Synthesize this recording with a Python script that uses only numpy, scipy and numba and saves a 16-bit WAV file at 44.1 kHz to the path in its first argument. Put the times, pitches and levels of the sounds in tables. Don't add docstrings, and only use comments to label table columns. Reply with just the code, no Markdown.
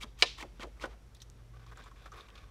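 import sys
import numpy as np
from scipy import signal
from scipy.fft import rfft, irfft
from scipy.io import wavfile
from scipy.ndimage import uniform_filter1d
from numba import njit

SR = 44100
rng = np.random.default_rng(int(sys.argv[2]) if len(sys.argv) > 2 else 0)


def file_out(sig):
    cols = np.atleast_2d(sig).T
    lim = np.clip(cols, -1, 1)
    pcm = np.round(lim * 32767).astype(np.int16)
    wavfile.write(sys.argv[1], SR, pcm)


def gain_from_db(level_db):
    decades = np.asarray(level_db, float) / 20
    return 10 ** decades


N = 110250
T = np.arange(N) / SR
LONGEST_S = 0.4

# frequency_hz, density_db (per Hz)
FOAM_SPECTRUM = [(180, -32.5), (300, -4), (689, -10.5), (1210, 0), (1660, -13.5), (1870, -3.5),
                 (3190, -7.5), (6960, -18), (16000, -37.5)]


def unit(x):
    return x / np.sqrt(np.mean(x ** 2))


@njit
def svf(x, hz, k):
    y, b, l = np.empty(len(x)), 0., 0.
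    for i in range(len(x)):
        g = np.tan(np.pi * hz[i] / SR)
        v = (b + g * (x[i] - l)) / (1 + g * (g + k))
        b, l, y[i] = 2 * v - b, l + 2 * g * v, k * v
    return y


def band(x, hz, width_hz):
    return svf(x, np.full(len(x), 1. * min(hz, .45 * SR)), width_hz / hz)


def body(x, peaks):
    total = 0
    for k, (hz, width_hz, db) in enumerate(peaks):
        total = total + (-1) ** k * gain_from_db(db) * band(x, hz, width_hz) / np.sqrt(width_hz)
    return unit(total)


def colour(x, points, tilt_db=0):
    octave = np.log2(np.maximum(np.fft.rfftfreq(len(x), 1 / SR), 1))
    hz, db = np.array(points).T
    knots = np.log2(hz)
    gain = gain_from_db(np.interp(octave, knots, db) + tilt_db * (octave - 11)) * (octave > knots[0])
    return unit(irfft(rfft(x) * gain, len(x)))


def grit(per_s, spread_db):
    chance, side, size = rng.random((3, N))
    return (chance < per_s / SR) * np.sign(side - .5) * gain_from_db(-spread_db * np.log(np.maximum(size, .02)))


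def walk(rate_hz):
    k = int(SR / rate_hz)
    w = uniform_filter1d(np.repeat(rng.standard_normal(N // k + 1), k), k)[:N]
    return w / w.std()


def fade(t0, t60, rise_s, t=T):
    t = np.maximum(t - t0, 0)
    return (1 - np.exp(-t / rise_s)) * gain_from_db(-60 * t / t60)


def ring(modes, rise_s):
    t = T[:int(LONGEST_S * SR)]
    total = sum(gain_from_db(db - 60 * t / t60) * np.sin(2 * np.pi * hz * t) for hz, db, t60 in modes)
    return total * (1 - np.exp(-t / rise_s)) ** 2


def add(out, t0, sound):
    i = int(t0 * SR)
    out[i:i + len(sound)] += sound[:N - i]


def wavering_tone(hz, db):
    return np.sqrt(2) * gain_from_db(db) * np.sin(2 * np.pi * np.cumsum(hz) / SR)


def room_tone():
    # time_s, tone_hz, tone_db, rumble_db
    hum = np.array([(0.0, 117.4, -63.5, -53.5), (0.59, 123.6, -66.5, -55), (0.66, 116.7, -69, -51.5),
                    (0.83, 114.4, -78, -52), (0.88, 124.4, -71, -50), (1.09, 119.7, -65, -58.5),
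                    (1.54, 117.7, -56, -55), (1.69, 116.3, -56.5, -53.5), (1.8, 118.8, -67, -56),
                    (2.16, 106.7, -62.5, -55), (2.23, 107.9, -80, -63), (2.46, 104.3, -58, -52.5),
                    (2.5, 105.4, -65, -59)])
    # frequency_hz, density_db (per Hz)
    air_spectrum = [(82, -34.5), (140, -8), (217, -15.5), (469, -17), (498, -23.5), (1220, -26),
                    (1420, -26.5), (5590, -36), (13000, -43), (16000, -56.5)]
    waver_db = 0.5
    tone_hz, tone_db, rumble_db = (np.interp(T, hum[:, 0], column) for column in hum.T[1:])
    tone = wavering_tone(tone_hz * (1 + .02 * walk(6.7)), tone_db + waver_db * walk(25))
    rumble = wavering_tone(49.5 + 2 * walk(12), rumble_db + waver_db * walk(11))
    rumble += wavering_tone(59.7 + 2 * walk(6.1), rumble_db - 6 + waver_db * walk(10))
    w = rng.standard_normal((3, N))
    under = gain_from_db(-66) * unit(band(band(w[1], 78, 53), 78, 53)) + gain_from_db(-65.5) * unit(band(w[0], 30, 60))
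    air = colour(w[2], air_spectrum)
    air += gain_from_db(-18) * unit(band(w[1], 5700, 400)) + gain_from_db(-13.5) * unit(band(w[0], 450, 90))
    return tone + rumble + under + gain_from_db(-66.5 + 0.61 * walk(2.8)) * air


def fingers():
    # start_s, length_s, body_db, skin_db
    rub_events = [(0.167, .02, -72.5, -68), (0.559, 0.0286, -72.5, -72), (0.764, 0.046, -68, -80.5),
                  (1.361, 0.059, -75, -79.5), (1.534, 0.039, -64.5, -75), (1.592, 0.053, -64, -71.5),
                  (1.661, 0.044, -64.5, -67), (1.714, 0.021, -55.5, -69), (1.754, 0.014, -64, -67),
                  (1.772, .04, -55.5, -63.5), (1.818, 0.039, -64, -64.5), (1.858, 0.0295, -59, -65.5),
                  (1.909, 0.0084, -61.5, -74.5), (1.956, 0.12, -65, -66.5), (2.055, 0.012, -55.5, -62.5),
                  (2.075, 0.011, -60, -75.5), (2.117, 0.013, -60.5, -70), (2.133, 0.019, -54, -63),
                  (2.155, 0.059, -56, -62.5), (2.213, 0.058, -62.5, -66.5), (2.28, 0.015, -59.5, -73),
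                  (2.301, 0.06, -65, -73.5), (2.353, 0.037, -62.5, -60.5), (2.388, 0.053, -63.5, -68.5),
                  (2.44, 0.056, -68, -76)]
    # frequency_hz, width_hz, level_db
    card_modes = [(457, 146, -2), (780, 54, -6.5), (1120, 140, 2), (1297.6, 180, 0), (1520, 250, 0.5),
                  (2200, 415, -14.5)]
    skin_modes = [(2360, 210, -1), (3540, 490, 0.5), (5120, 1800, -3), (7360, 3500, -11),
                  (11275, 3000, -17)]
    rise_s, stop_s = 0.003, 0.0031
    low, high = body(grit(5000, 1.5), card_modes), body(grit(5000, 3.2), skin_modes)
    out = np.zeros(N)
    for t0, dur, low_db, high_db in rub_events:
        s = slice(int(t0 * SR), int((t0 + LONGEST_S / 2) * SR))
        t = T[s] - t0
        rub = np.clip(t / rise_s, 0, 1) * np.exp(-np.maximum(t - dur, 0) / stop_s)
        out[s] += rub * (gain_from_db(low_db) * low[s] + gain_from_db(high_db) * high[s])
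    return out * gain_from_db(1.3 * walk(110))


def creases():
    # time_s, peak_db, pitch_hz, t60_s
    low_folds = [(0.032, -40, 1053, 0.024), (0.041, -43.5, 1073, 0.027), (0.384, -39, 1094, 0.024),
                 (0.411, -44, 1076, 0.026), (0.424, -37.5, 1040, 0.027), (0.431, -40, 840, 0.02),
                 (1.666, -48.5, 1100, 0.024), (1.714, -46.5, 1240, 0.022), (1.721, -48, 1020, 0.029),
                 (1.731, -54, 1590, 0.024), (1.773, -40, 1290, 0.02), (1.78, -46.5, 1050, 0.024),
                 (1.792, -48, 1240, 0.024), (1.798, -48.5, 1050, 0.024), (1.81, -47.5, 1580, 0.021),
                 (1.841, -49.5, 1030, 0.024), (1.86, -44.5, 1085, 0.019), (1.867, -45.5, 1070, 0.026),
                 (1.915, -46, 1096, 0.03), (2.059, -43, 1350, 0.024), (2.064, -49, 1100, 0.024),
                 (2.076, -54, 1370, 0.024), (2.119, -41.5, 1250, 0.024), (2.126, -41, 1230, 0.023),
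                 (2.161, -49, 1060, 0.024), (2.185, -47, 1180, 0.026), (2.285, -51, 1013, 0.024),
                 (2.36, -51, 1210, 0.024), (2.376, -47.5, 1195, 0.028)]
    crackles = [(0.0114, -34, 2330, 0.014), (0.0248, -34, 3200, 0.013), (0.0328, -32, 3270, 0.011),
                (0.382, -40, 1950, 0.013), (0.4026, -35, 1900, 0.018), (0.4184, -36.5, 3100, 0.015),
                (0.4254, -32, 2150, 0.016), (0.6234, -35, 1840, 0.014), (1.8384, -51, 3550, 0.013),
                (2.2075, -42.5, 3680, 0.013), (2.2847, -48, 2410, 0.014), (2.3018, -50, 2650, 0.012),
                (2.3536, -49, 3530, 0.011), (2.3754, -49.5, 2720, 0.012)]
    buckles = [(0.428, -42.5, 301, 0.03), (0.44, -43.5, 315.7, 0.028), (0.45, -46, 496, 0.038),
               (0.644, -40.5, 326, 0.024), (0.651, -44.5, 483, 0.032), (0.672, -43.5, 493, 0.039),
               (2.06, -46.5, 541, 0.027)]
    # time_s, level_db
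    lone_clicks = [
        (1.3, -35.5),
        (1.1484, -40),
        (1.2197, -47),
    ]
    out = np.zeros(N)
    click = ring([(6500, 0, 0.0012)], 1 / SR)
    for t0, db, hz, t60 in [*low_folds, *crackles, *buckles]:
        pop = ring([(hz, 0, t60), (hz * 1.17, -5, t60)], 0.0009)
        add(out, t0, gain_from_db(db + 3) * (pop + gain_from_db(-9) * click))
    for t0, db in lone_clicks:
        add(out, t0, gain_from_db(db) * click)
    return out


def knocks():
    knock_s = [.8382, .5955, .855]
    knock_db = [-30.5, -47, -41]
    thump_db = [-35.5, -35, -71]
    # frequency_hz, level_db, t60_s
    table_modes = [(335.4, 0.5, 0.041), (530.5, 6.5, 0.028), (764, -6.5, 0.058), (1028, -2.5, 0.043),
                   (1470, 8, 0.021), (1560, -25, 0.03)]
    out = np.zeros(N)
    for t0, table_level, thump_level in zip(knock_s, knock_db, thump_db):
        thump = ring([(247, thump_level, 0.027)], 0.0011)
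        add(out, t0, gain_from_db(table_level) * ring(table_modes, 0.00096) + thump)
    return out


def ticks():
    # time_s, peak_db, pitch_hz, t60_s
    tick_events = [(0.0327, -27.5, 4530, 0.0085), (0.426, -39, 5600, 0.03), (1.148, -50, 9500, .02),
                   (2.1187, -46.5, 6000, .03), (2.165, -59, 11000, 0.083), (.596, -42.5, 3023, 0.026),
                   (1.148, -47, 3580, 0.052), (1.1672, -48, 4500, 0.03), (1.2017, -49, 4110, 0.0715),
                   (1.217, -42.5, 3617, 0.029), (1.665, -50, 4480, 0.027), (1.772, -44.5, 7000, 0.02),
                   (1.838, -53, 7200, 0.055), (2.059, -51, 4500, .03), (2.207, -40, 3340, 0.02),
                   (2.286, -47.5, 2880, 0.041), (2.302, -49, 3200, 0.018), (.798, -42, 2000, 0.014),
                   (0.3826, -40, 3600, .03), (1.2187, -40, 5600, 0.047)]
    out = np.zeros(N)
    n = int(LONGEST_S * SR / 2)
    g = grit(9000, 3.5)
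    air = gain_from_db(-10.5) * colour(g, FOAM_SPECTRUM, 3.0)
    for t0, db, hz, t60 in tick_events:
        i = int(t0 * SR)
        tick = unit(band(g[i:i + n], hz, hz * 0.17)) + air[i:i + n]
        add(out, t0, gain_from_db(db - 9.5) * tick * fade(0, t60, 0.00026, T[:n])[:N - i])
    return out


def rim_snap(snap_s):
    # frequency_hz, density_db (per Hz)
    rattle_spectrum = [(180, -47), (300, -10.5), (978, -8), (2000, -12), (2250, 0.5), (3580, -6),
                       (4090, -2.5), (10900, -30), (16000, -62)]
    # frequency_hz, level_db, t60_s
    rim_modes = [(477, -16, 0.077), (1034, -9.5, 0.066), (1785, -14, 0.1), (2330, -1, 0.033),
                 (2590, -9, 0.04), (2829, -5, .025), (2894, -1.5, 0.025), (3560, -7.5, 0.02),
                 (3730, -5.5, 0.026), (4086, -5.5, .022), (4210, -3.5, 0.018), (4813, -2, 0.028)]
    crack_modes = [(2544, 2.5, 0.0043), (4414, 6, 0.0029), (7600, -12, 0.0034)]
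    out = gain_from_db(-13.5) * colour(rng.standard_normal(N), rattle_spectrum) * fade(snap_s, 0.042, 0.0013)
    add(out, snap_s, gain_from_db(-16) * ring(rim_modes, 0.0003) + ring(crack_modes, 0.00031))
    return out


def swipes():
    # start_s, length_s, hiss_db, brightness_db (per octave), wobble_db
    swipe_events = [
        (.003, 0.036, -45, 2.5, -48),
        (0.184, 0.043, -45.5, 3.5, -33.5),
        (0.372, 0.055, -46, 1, -41.5),
        (0.599, 0.035, -42.5, -1.16, -39),
        (0.802, 0.04, -45, 0, -34.5),
        (0.844, 0.019, -50.5, 1.7, -56.5),
        (0.892, 0.04, -57.5, -2, -54.5),
    ]
    # frequency_hz, width_hz, level_db
    edge_modes = [(1200, 52, -11), (2016, 45, 2.5), (2260, 27, -9), (2580, 40, -4), (3200, 49, -3)]
    rise_s, stop_s = 0.0083, 0.0041
    wobble_from_hz, wobble_to_hz, sag_s, wobble_width = 1100, 328, 0.011, 1.2
    flap_hz, flap_width_hz = 262, 200
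    g, shake, out = grit(8000, 3.5), rng.standard_normal(N), np.zeros(N)
    edge = gain_from_db(-10.5) * body(g, edge_modes)
    stutter_db = 1.6 * walk(150)
    flap = band(rng.standard_normal(N), flap_hz, flap_width_hz)
    flap = unit(band(flap, flap_hz, flap_width_hz))
    for t0, dur, db, tilt_db, wobble_db in swipe_events:
        s = slice(int(t0 * SR), int((t0 + LONGEST_S) * SR))
        t, end = T[s], t0 + dur
        since_end = np.maximum(t - end, 0)
        drag = np.clip((t - t0) / rise_s, 0, 1) * np.exp(-since_end / stop_s)
        hiss_db = db - 2 + 1.8 * (np.clip((t - t0) / dur, 0, 1) - 1.5) + stutter_db[s]
        out[s] += gain_from_db(hiss_db) * drag * (colour(g[s], FOAM_SPECTRUM, tilt_db) + edge[s])
        out[s] += gain_from_db(db - 3.5) * flap[s] * fade(end - .006, 0.13, 0.0079, t)
        hz = wobble_to_hz + wobble_from_hz * np.exp(-since_end / sag_s)
        wobble = svf(svf(shake[s], hz, wobble_width), hz, wobble_width)
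        wobble *= np.sqrt(SR / 2 / hz / wobble_width)
        out[s] += gain_from_db(wobble_db) * wobble * fade(end - .003, 0.14, 0.0043, t)
    return out


def walls(t0):
    t60_s, rise_s = 0.34, 0.0073
    return fade(t0 + 0.021, t60_s, rise_s) + gain_from_db(-1.5) * fade(t0 + 0.032, t60_s, rise_s / 2)


def echo(x, response, db):
    return gain_from_db(db) * signal.fftconvolve(x, response[:SR // 2] / np.sqrt(np.sum(response ** 2)))[:N]


def scene():
    # frequency_hz, density_db (per Hz)
    tail_spectrum = [(410, -49), (700, -18.5), (1350, -14), (1550, -18), (2280, -6), (3660, -1), (5590, -9),
                     (15000, -50)]
    snap_s = 0.2237
    near = swipes() + knocks() + ticks() + fingers() + creases()
    snap = rim_snap(snap_s)
    w = rng.standard_normal((2, N))
    wall_band = signal.butter(1, [2100, 9100], "band", fs=SR, output="sos")
    late = signal.sosfilt(wall_band, w[0]) * walls(0)
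    early = w[1] * fade(.002, 0.08, 0.002013)
    tail = gain_from_db(-43) * colour(w[0], tail_spectrum) * walls(snap_s)
    room = echo(near + snap, early, -17) + echo(near, late, -24) + tail
    return (near + snap + room + room_tone())[None]


def band_limit(x):
    return signal.sosfilt(signal.butter(12, 16160, fs=SR, output="sos"), x)


def record(dry):
    low_pass = signal.ellip(6, .2, 50, 15500, fs=SR, output="sos")
    return band_limit(signal.sosfilt(low_pass, dry))


dry = scene()
out = record(dry)
file_out(out)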